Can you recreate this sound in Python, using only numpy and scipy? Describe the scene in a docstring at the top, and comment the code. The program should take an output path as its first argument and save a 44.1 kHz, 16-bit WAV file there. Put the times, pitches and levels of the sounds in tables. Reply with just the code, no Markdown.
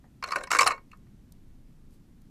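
"""Toy food pieces in a cardboard box

A hand rummages among hollow plastic toys on an office desk: they knock, crack, scrape and ring.
Knocks mix short noise bursts with fading tones; scrapes are grainy noise; the box thumps dully.
One piece is then set on another with light clicks and a short slide, made of thin filtered noise.
Low room rumble and steady hiss, both filtered noise, lie under it all."""
import sys
import numpy as np
from scipy import signal
from scipy.fft import rfft, irfft
from scipy.io import wavfile
from scipy.ndimage import uniform_filter1d

SR = 44100
rng = np.random.default_rng(int(sys.argv[2]) if len(sys.argv) > 2 else 0)


def transcribe(u):
    """Save the signal u as a 16-bit wav file named by the first command-line argument.

    u: samples, shape (n,) or (channels, n), limited to [-1, 1]; the rate is SR.
    q: integer samples, one column per channel.
    """
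    v = np.clip(np.atleast_2d(u).T, -1, 1)
    q = np.round(v * 32767).astype(np.int16)
    wavfile.write(sys.argv[1], SR, q)


N = 101429  # length in samples

# Tone colour of bright plastic cracks and scrapes.
# Each row: frequency in Hz, relative level in dB.
CRACK_COLOUR = [(1000, -19), (2800, 8), (3400, -9), (4000, 5), (5500, 1.5), (8000, -2), (10500, -7),
                (12000, -13), (15000, -16)]
KNOCK_RISE_S, CRACK_RISE_S, CRACK_HOLD_S = 0.0015, 0.00039, 0.003
# chance peaks and dips in the spectrum: largest size, and spacing
FACET_DB, FACET_HZ = 9, 261.9


def amp(db):
    """Turns decibels into a gain."""
    return 10 ** (np.asarray(db) / 20)


def unit(x):
    """Scales a sound to an average (rms) level of 1."""
    return x / np.sqrt(np.mean(x ** 2) + 1e-20)


def read(points, hz):
    """Reads between the rows of a table, along a log-frequency axis."""
    f, value = np.transpose(points)
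    return np.interp(np.log(hz + 1), np.log(f + 1), value)


def add(mix, start_s, sound):
    """Mixes a sound in at its start time, cutting it off at the end of the mix."""
    part = mix[round(start_s * SR):][:len(sound)]
    part += sound[:len(part)]


def colour(x, points, pitch_hz=1000, lift_db=0, width=1, size=4096):
    """Filters to a table's spectrum plus one broad resonance, with no sound before the blow."""
    hz = abs(np.fft.fftfreq(size, 1 / SR))
    resonance_db = lift_db / (1 + ((hz / pitch_hz - 1) / width) ** 2)
    log_gain = np.log(amp(read(points, hz) + resonance_db))
    # the Hilbert transform gives the phase that puts the energy first
    spectrum = np.exp(np.conj(signal.hilbert(log_gain)))
    taps = np.fft.ifft(spectrum).real[:size // 2]
    return signal.fftconvolve(x, taps / np.linalg.norm(taps))[:len(x)]


def facets(x, depth_db, width_hz):
    """Every point of a piece sounds different: chance peaks and dips in the spectrum."""
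    knots = np.arange(0, SR / 2, width_hz)
    chance = (2 * rng.random(size=4096) - 1)[:len(knots)]
    return colour(x, np.column_stack([knots, depth_db * chance]))


def chatter(rise, hold, t60, size=8192, count=3):
    """A dense noise burst for many tiny impacts, shaped by a rise, hold and decay (all in seconds)."""
    t = np.arange(size) / SR
    shape = np.minimum(t / rise, 1) * amp(-60 * np.maximum(t - hold, 0) / t60)
    x = rng.standard_normal(size)
    for _ in range(count):
        # even out the spectrum of the shaped noise
        z = rfft(x * shape)
        x = irfft(z / (abs(z) + 1e-9)) * (shape > 0)
    x = x * np.sqrt(shape)
    return unit(x) * np.sqrt(np.mean(shape ** 2))


def pieces():
    """Each contact gives a bright crack, a hollow pitched knock with its rattle, and the shells' ring."""
    # Piece against piece. Each row: start in seconds, knock strength in dB, knock pitch in Hz,
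    # crack strength in dB, crack pitch in Hz.
    contacts = [ (.225, -30, 1060, -47, 5040), (.2382, -28.5, 1400, -36.5, 4320),
                (.274, -41.5, 1260, -48, 6170), (.286, -34, 1186, -45.5, 4290),
                (.306, -37, 1120, -43, 4130), (.3175, -32, 2120, -38.5, 5200),
                (.3207, -26, 1286, -38, 4470), (.331, -31, 1130, -48.5, 4440),
                (.3573, -24.5, 1500, -38, 10100), (.364, -38, 1340, -43.5, 5620),
                (.384, -35, 1330, -50, 4170), (.408, -37, 1560, -66.5, 6900),
                (0.4362, -37, 1560, -41, 9340), (.471, -39, 1020, -51, 5394),
                (.5043, -29.5, 1250, -39, 7020), (.514, -19, 1404, -26, 7460),
                (.531, -19.5, 1420, -36, 5550), (.548, -21, 1330, -33, 8100),
                (.556, -24.5, 1514, -43.5, 6025), (.566, -26.5, 1500, -33.5, 9100),
                (.587, -17.5, 1119, -23, 7640), (.5918, -17.5, 2285, -30, 4530),
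                (.599, -23.5, 1057, -45.5, 4200), (.6078, -17.5, 1107, -23, 7940),
                (.617, -20.5, 1157, -28.5, 7744), (.629, -22.5, 1150, -33.5, 5300),
                (.659, -28, 1023, -39, 5500), (.664, -20.5, 1307, -23.5, 5115),
                (.6735, -18.5, 1177, -22, 9660), (.684, -32, 1065, -46.5, 7530),
                (.705, -24, 1095, -46, 4314), (.712, -30, 1196, -46.5, 7800),
                (.718, -27, 2228, -45.5, 4040), (.754, -54, 1250, -84, 4300),
                (.777, -47, 1198, -66.5, 4460), (.914, -59.5, 2214, -58, 2740),
                (.93, -50.5, 1233, -72, 4340), (1.066, -66, 1220, -84, 4250)]
    # Tone colour of the rattle. Each row: frequency in Hz, relative level in dB.
    knock_colour = [(60, -35), (250, -22), (450, -8), (850, -9), (1050, 3.5), (1500, -5), (1800, -5),
                    (2300, -3), (2850, -14), (3400, -30), (6000, -51)]
    tone_db, rattle_db = -3.5, -2  # relative to the knock strength
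    # the crack's tone, relative to the crack: strongest at ping_hz
    ping_top_db, ping_hz, ping_db_per_octave = 3.5, 4000, -18
    # resonance at each blow's own pitch; widths are shares of that pitch
    knock_lift_db, knock_width, crack_lift_db, crack_width = 6, 0.097, 10, 0.12
    out = np.zeros(N)
    for start_s, knock_db, knock_hz, crack_db, crack_hz in contacts:
        add(out, start_s, amp(knock_db + tone_db) * wall_tone(knock_hz))

        octaves_away = abs(np.log2(crack_hz / ping_hz))
        ping_db = ping_top_db + ping_db_per_octave * octaves_away
        add(out, start_s, amp(crack_db + ping_db) * wall_tone(crack_hz))

        push = amp(knock_db) * chatter(KNOCK_RISE_S, hold=0.0046, t60=0.035)
        push = facets(push, FACET_DB, FACET_HZ / 2)
        rattle = colour(push, knock_colour, knock_hz, knock_lift_db, knock_width)
        add(out, start_s, amp(rattle_db) * rattle)

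        add(out, start_s, amp(knock_db) * shell_ring(knock_hz))

        snap = amp(crack_db) * chatter(CRACK_RISE_S, CRACK_HOLD_S, t60=0.054)
        snap = facets(snap, FACET_DB, FACET_HZ)
        add(out, start_s, colour(snap, CRACK_COLOUR, crack_hz, crack_lift_db, crack_width))
    return out


def wall_tone(hz, size=2048):
    """The struck wall swings for a short time: quick swell, quick death."""
    swell_s = 0.0033  # time to reach the peak
    t = np.arange(size) / SR
    u = t / swell_s
    swell = (u * np.exp(1 - u)) ** 2
    return np.sqrt(2) * swell * np.sin(2 * np.pi * (hz * t + rng.random()))


def shell_ring(knock_hz, size=16384):
    """A hollow piece's own tones: those near the knock's pitch answer most, higher ones die sooner."""
    # Ring of the hollow pieces. Each row: frequency in Hz,
    # level in dB relative to the knock when the knock has that same pitch.
    shell_modes = [(1078, -9.5), (1215, -9.5), (1448, -16.5), (1840, -20), (2210, -7.5), (2730, -22),
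                   (4320, -21.5)]
    db_per_octave = -4.5  # for each octave between mode and knock
    lowest_t60_s, t60_slope = 0.15, 0.2  # time for the lowest mode to fall 60 dB; shortening with pitch
    t = np.arange(size) / SR
    lowest_hz = shell_modes[0][0]
    ring = np.zeros(size)
    for hz, db in shell_modes:
        level = amp(db + db_per_octave * abs(np.log2(hz / knock_hz)))
        decay = amp(-60 * t / lowest_t60_s * (hz / lowest_hz) ** t60_slope)
        ring += level * decay * np.sin(2 * np.pi * (hz * t + rng.random()))
    return ring * np.minimum(t / KNOCK_RISE_S, 1)


def scrapes():
    """Friction of plastic on plastic between the knocks: noise made grainy by random level swings."""
    # Pieces scrape along each other. Each row: start in seconds, length in seconds before the fade,
    # level in dB.
    strokes = [(0.259, .17, -58), (0.506, .05, -35.5), (.59, .038, -33.5), (0.663, .045, -47.5)]
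    grain_spread, fade_t60_s = 0.63, 0.14  # strength of the level swings; time to fade by 60 dB
    out, t = np.zeros(N), np.arange(N) / SR
    for start_s, length_s, db in strokes:
        swings = unit(uniform_filter1d(rng.standard_normal(N), size=60))
        grains = np.exp(grain_spread * swings)
        rise = np.clip((t - start_s) / CRACK_HOLD_S, 0, 1)
        fade = amp(-60 * np.maximum(t - start_s - length_s, 0) / fade_t60_s)
        out += amp(db) * rise * fade * unit(grains * rng.standard_normal(N))
    return colour(facets(out, FACET_DB, FACET_HZ), CRACK_COLOUR)


def box():
    """Dull thumps of the bumped cardboard: noise bursts with a resonance at each thump's pitch."""
    # Bumps of the box. Each row: start in seconds, strength in dB, pitch in Hz.
    thumps = [(0.039, -60, 1890), (.277, -44.5, 600), (.363, -35.5, 585), (.405, -40, 552),
              (.608, -36.5, 110), (.661, -32, 760)]
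    # Tone colour of the cardboard. Each row: frequency in Hz, relative level in dB.
    box_colour = [(40, -11), (220, -9), (450, -2), (800, 3), (1600, -13), (9000, -57)]
    out = np.zeros(N)
    for start_s, db, hz in thumps:
        bump = chatter(rise=0.0015, hold=0.0015, t60=0.16)
        add(out, start_s, amp(db) * colour(bump, box_colour, hz, lift_db=16.5, width=0.11))
    return out


def placing():
    """Thin noise clicks and a short slide as one piece is carried and laid on another."""
    # Light clicks of the piece in the hand. Each row: start in seconds, strength in dB.
    clicks = [(.971, -68.5), (1.321, -54), (1.907, -69), (2.217, -66.5)]
    # Tone colour of clicks and slide. Each row: frequency in Hz, relative level in dB.
    click_colour = [(1500, -39.5), (2800, -33), (3800, -15), (10000, -15.5)]
    slide_s, slide_spread_s, slide_db = 1.94, 0.02, -71  # loudest moment, bell-curve spread, level
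    t = np.arange(N) / SR
    swell = np.exp(-((t - slide_s) / slide_spread_s) ** 2 / 2)
    out = amp(slide_db) * swell * rng.standard_normal(N)
    for start_s, db in clicks:
        add(out, start_s, amp(db) * chatter(CRACK_RISE_S, hold=0.0032, t60=0.022))
    return colour(out, click_colour)


def room(x, size=22050):
    """A short office echo tail made of fading noise, the treble dying first."""
    # How fast the echo dies. Each row: frequency in Hz, time to fall 60 dB in seconds.
    echo_t60 = [(300, 0.23), (1200, 0.094), (9000, 0.026)]
    hz, t, z = signal.stft(rng.standard_normal(size), SR, nperseg=256)
    decay = amp(-60 * t / read(echo_t60, hz)[:, None])
    tail = signal.istft(z * decay, SR, nperseg=256)[1]
    tail = tail * np.minimum(np.arange(len(tail)) / SR / 0.018, 1)  # 18 ms rise
    return signal.fftconvolve(x, tail / np.linalg.norm(tail))[:N]


def background():
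    """Low room rumble and a deeper one, both changing in level, and steady hiss: filtered noise."""
    # Tone colour of the room rumble. Each row: frequency in Hz, relative level in dB.
    rumble_colour = [(10, -13), (45, 1.5), (80, -5), (130, -3.5), (230, -5.5), (330, -13.5), (500, -28.5),
                     (1000, -47), (2500, -51)]
    # Loudness of the room rumble. Each row: time in seconds, level in dB.
    rumble_level = [(0, -56), (.87, -57), (1.0, -54), (1.7, -55.5)]
    # Loudness of the deeper rumble. Each row: time in seconds, level in dB.
    deep_level = [(0, -62), (1.2, -60.5), (1.6, -53.5)]
    # Tone colour of the microphone hiss. Each row: frequency in Hz, relative level in dB.
    hiss_colour = [(500, 15), (3500, 3.5), (14500, -2)]
    rumble_top_hz, deep_hz, deep_width_hz, hiss_db = 3000, 19, 3, -71.5
    hz, t = np.fft.rfftfreq(N, 1 / SR), np.arange(N) / SR

    def noise(spectrum):
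        """Random noise with the given spectrum, at an average level of 1."""
        return unit(irfft(rfft(rng.standard_normal(N)) * spectrum, N))

    rumble = noise(amp(read(rumble_colour, hz)) / (1 + (hz / rumble_top_hz) ** 2))
    deep = noise(1 / (1 + ((hz - deep_hz) / deep_width_hz) ** 2))
    hiss = noise(amp(read(hiss_colour, hz)))
    rumble = amp(np.interp(t, *np.transpose(rumble_level))) * rumble
    deep = amp(np.interp(t, *np.transpose(deep_level))) * deep
    return rumble + deep + amp(hiss_db) * hiss


def scene():
    """The toys on the desk, with their echo in the room and the background."""
    room_db = -14
    toys = pieces() + scrapes() + box() + placing()
    return (toys + amp(room_db) * room(toys) + background())[None]


def record(dry):
    """The recorder's band limit: a filter that cuts the highest treble."""
    edge_hz = 14550
    taps = signal.firwin(161, edge_hz, window=("kaiser", 8), fs=SR)
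    return signal.oaconvolve(dry, taps[None], "same")


dry = scene()
out = record(dry)
transcribe(out)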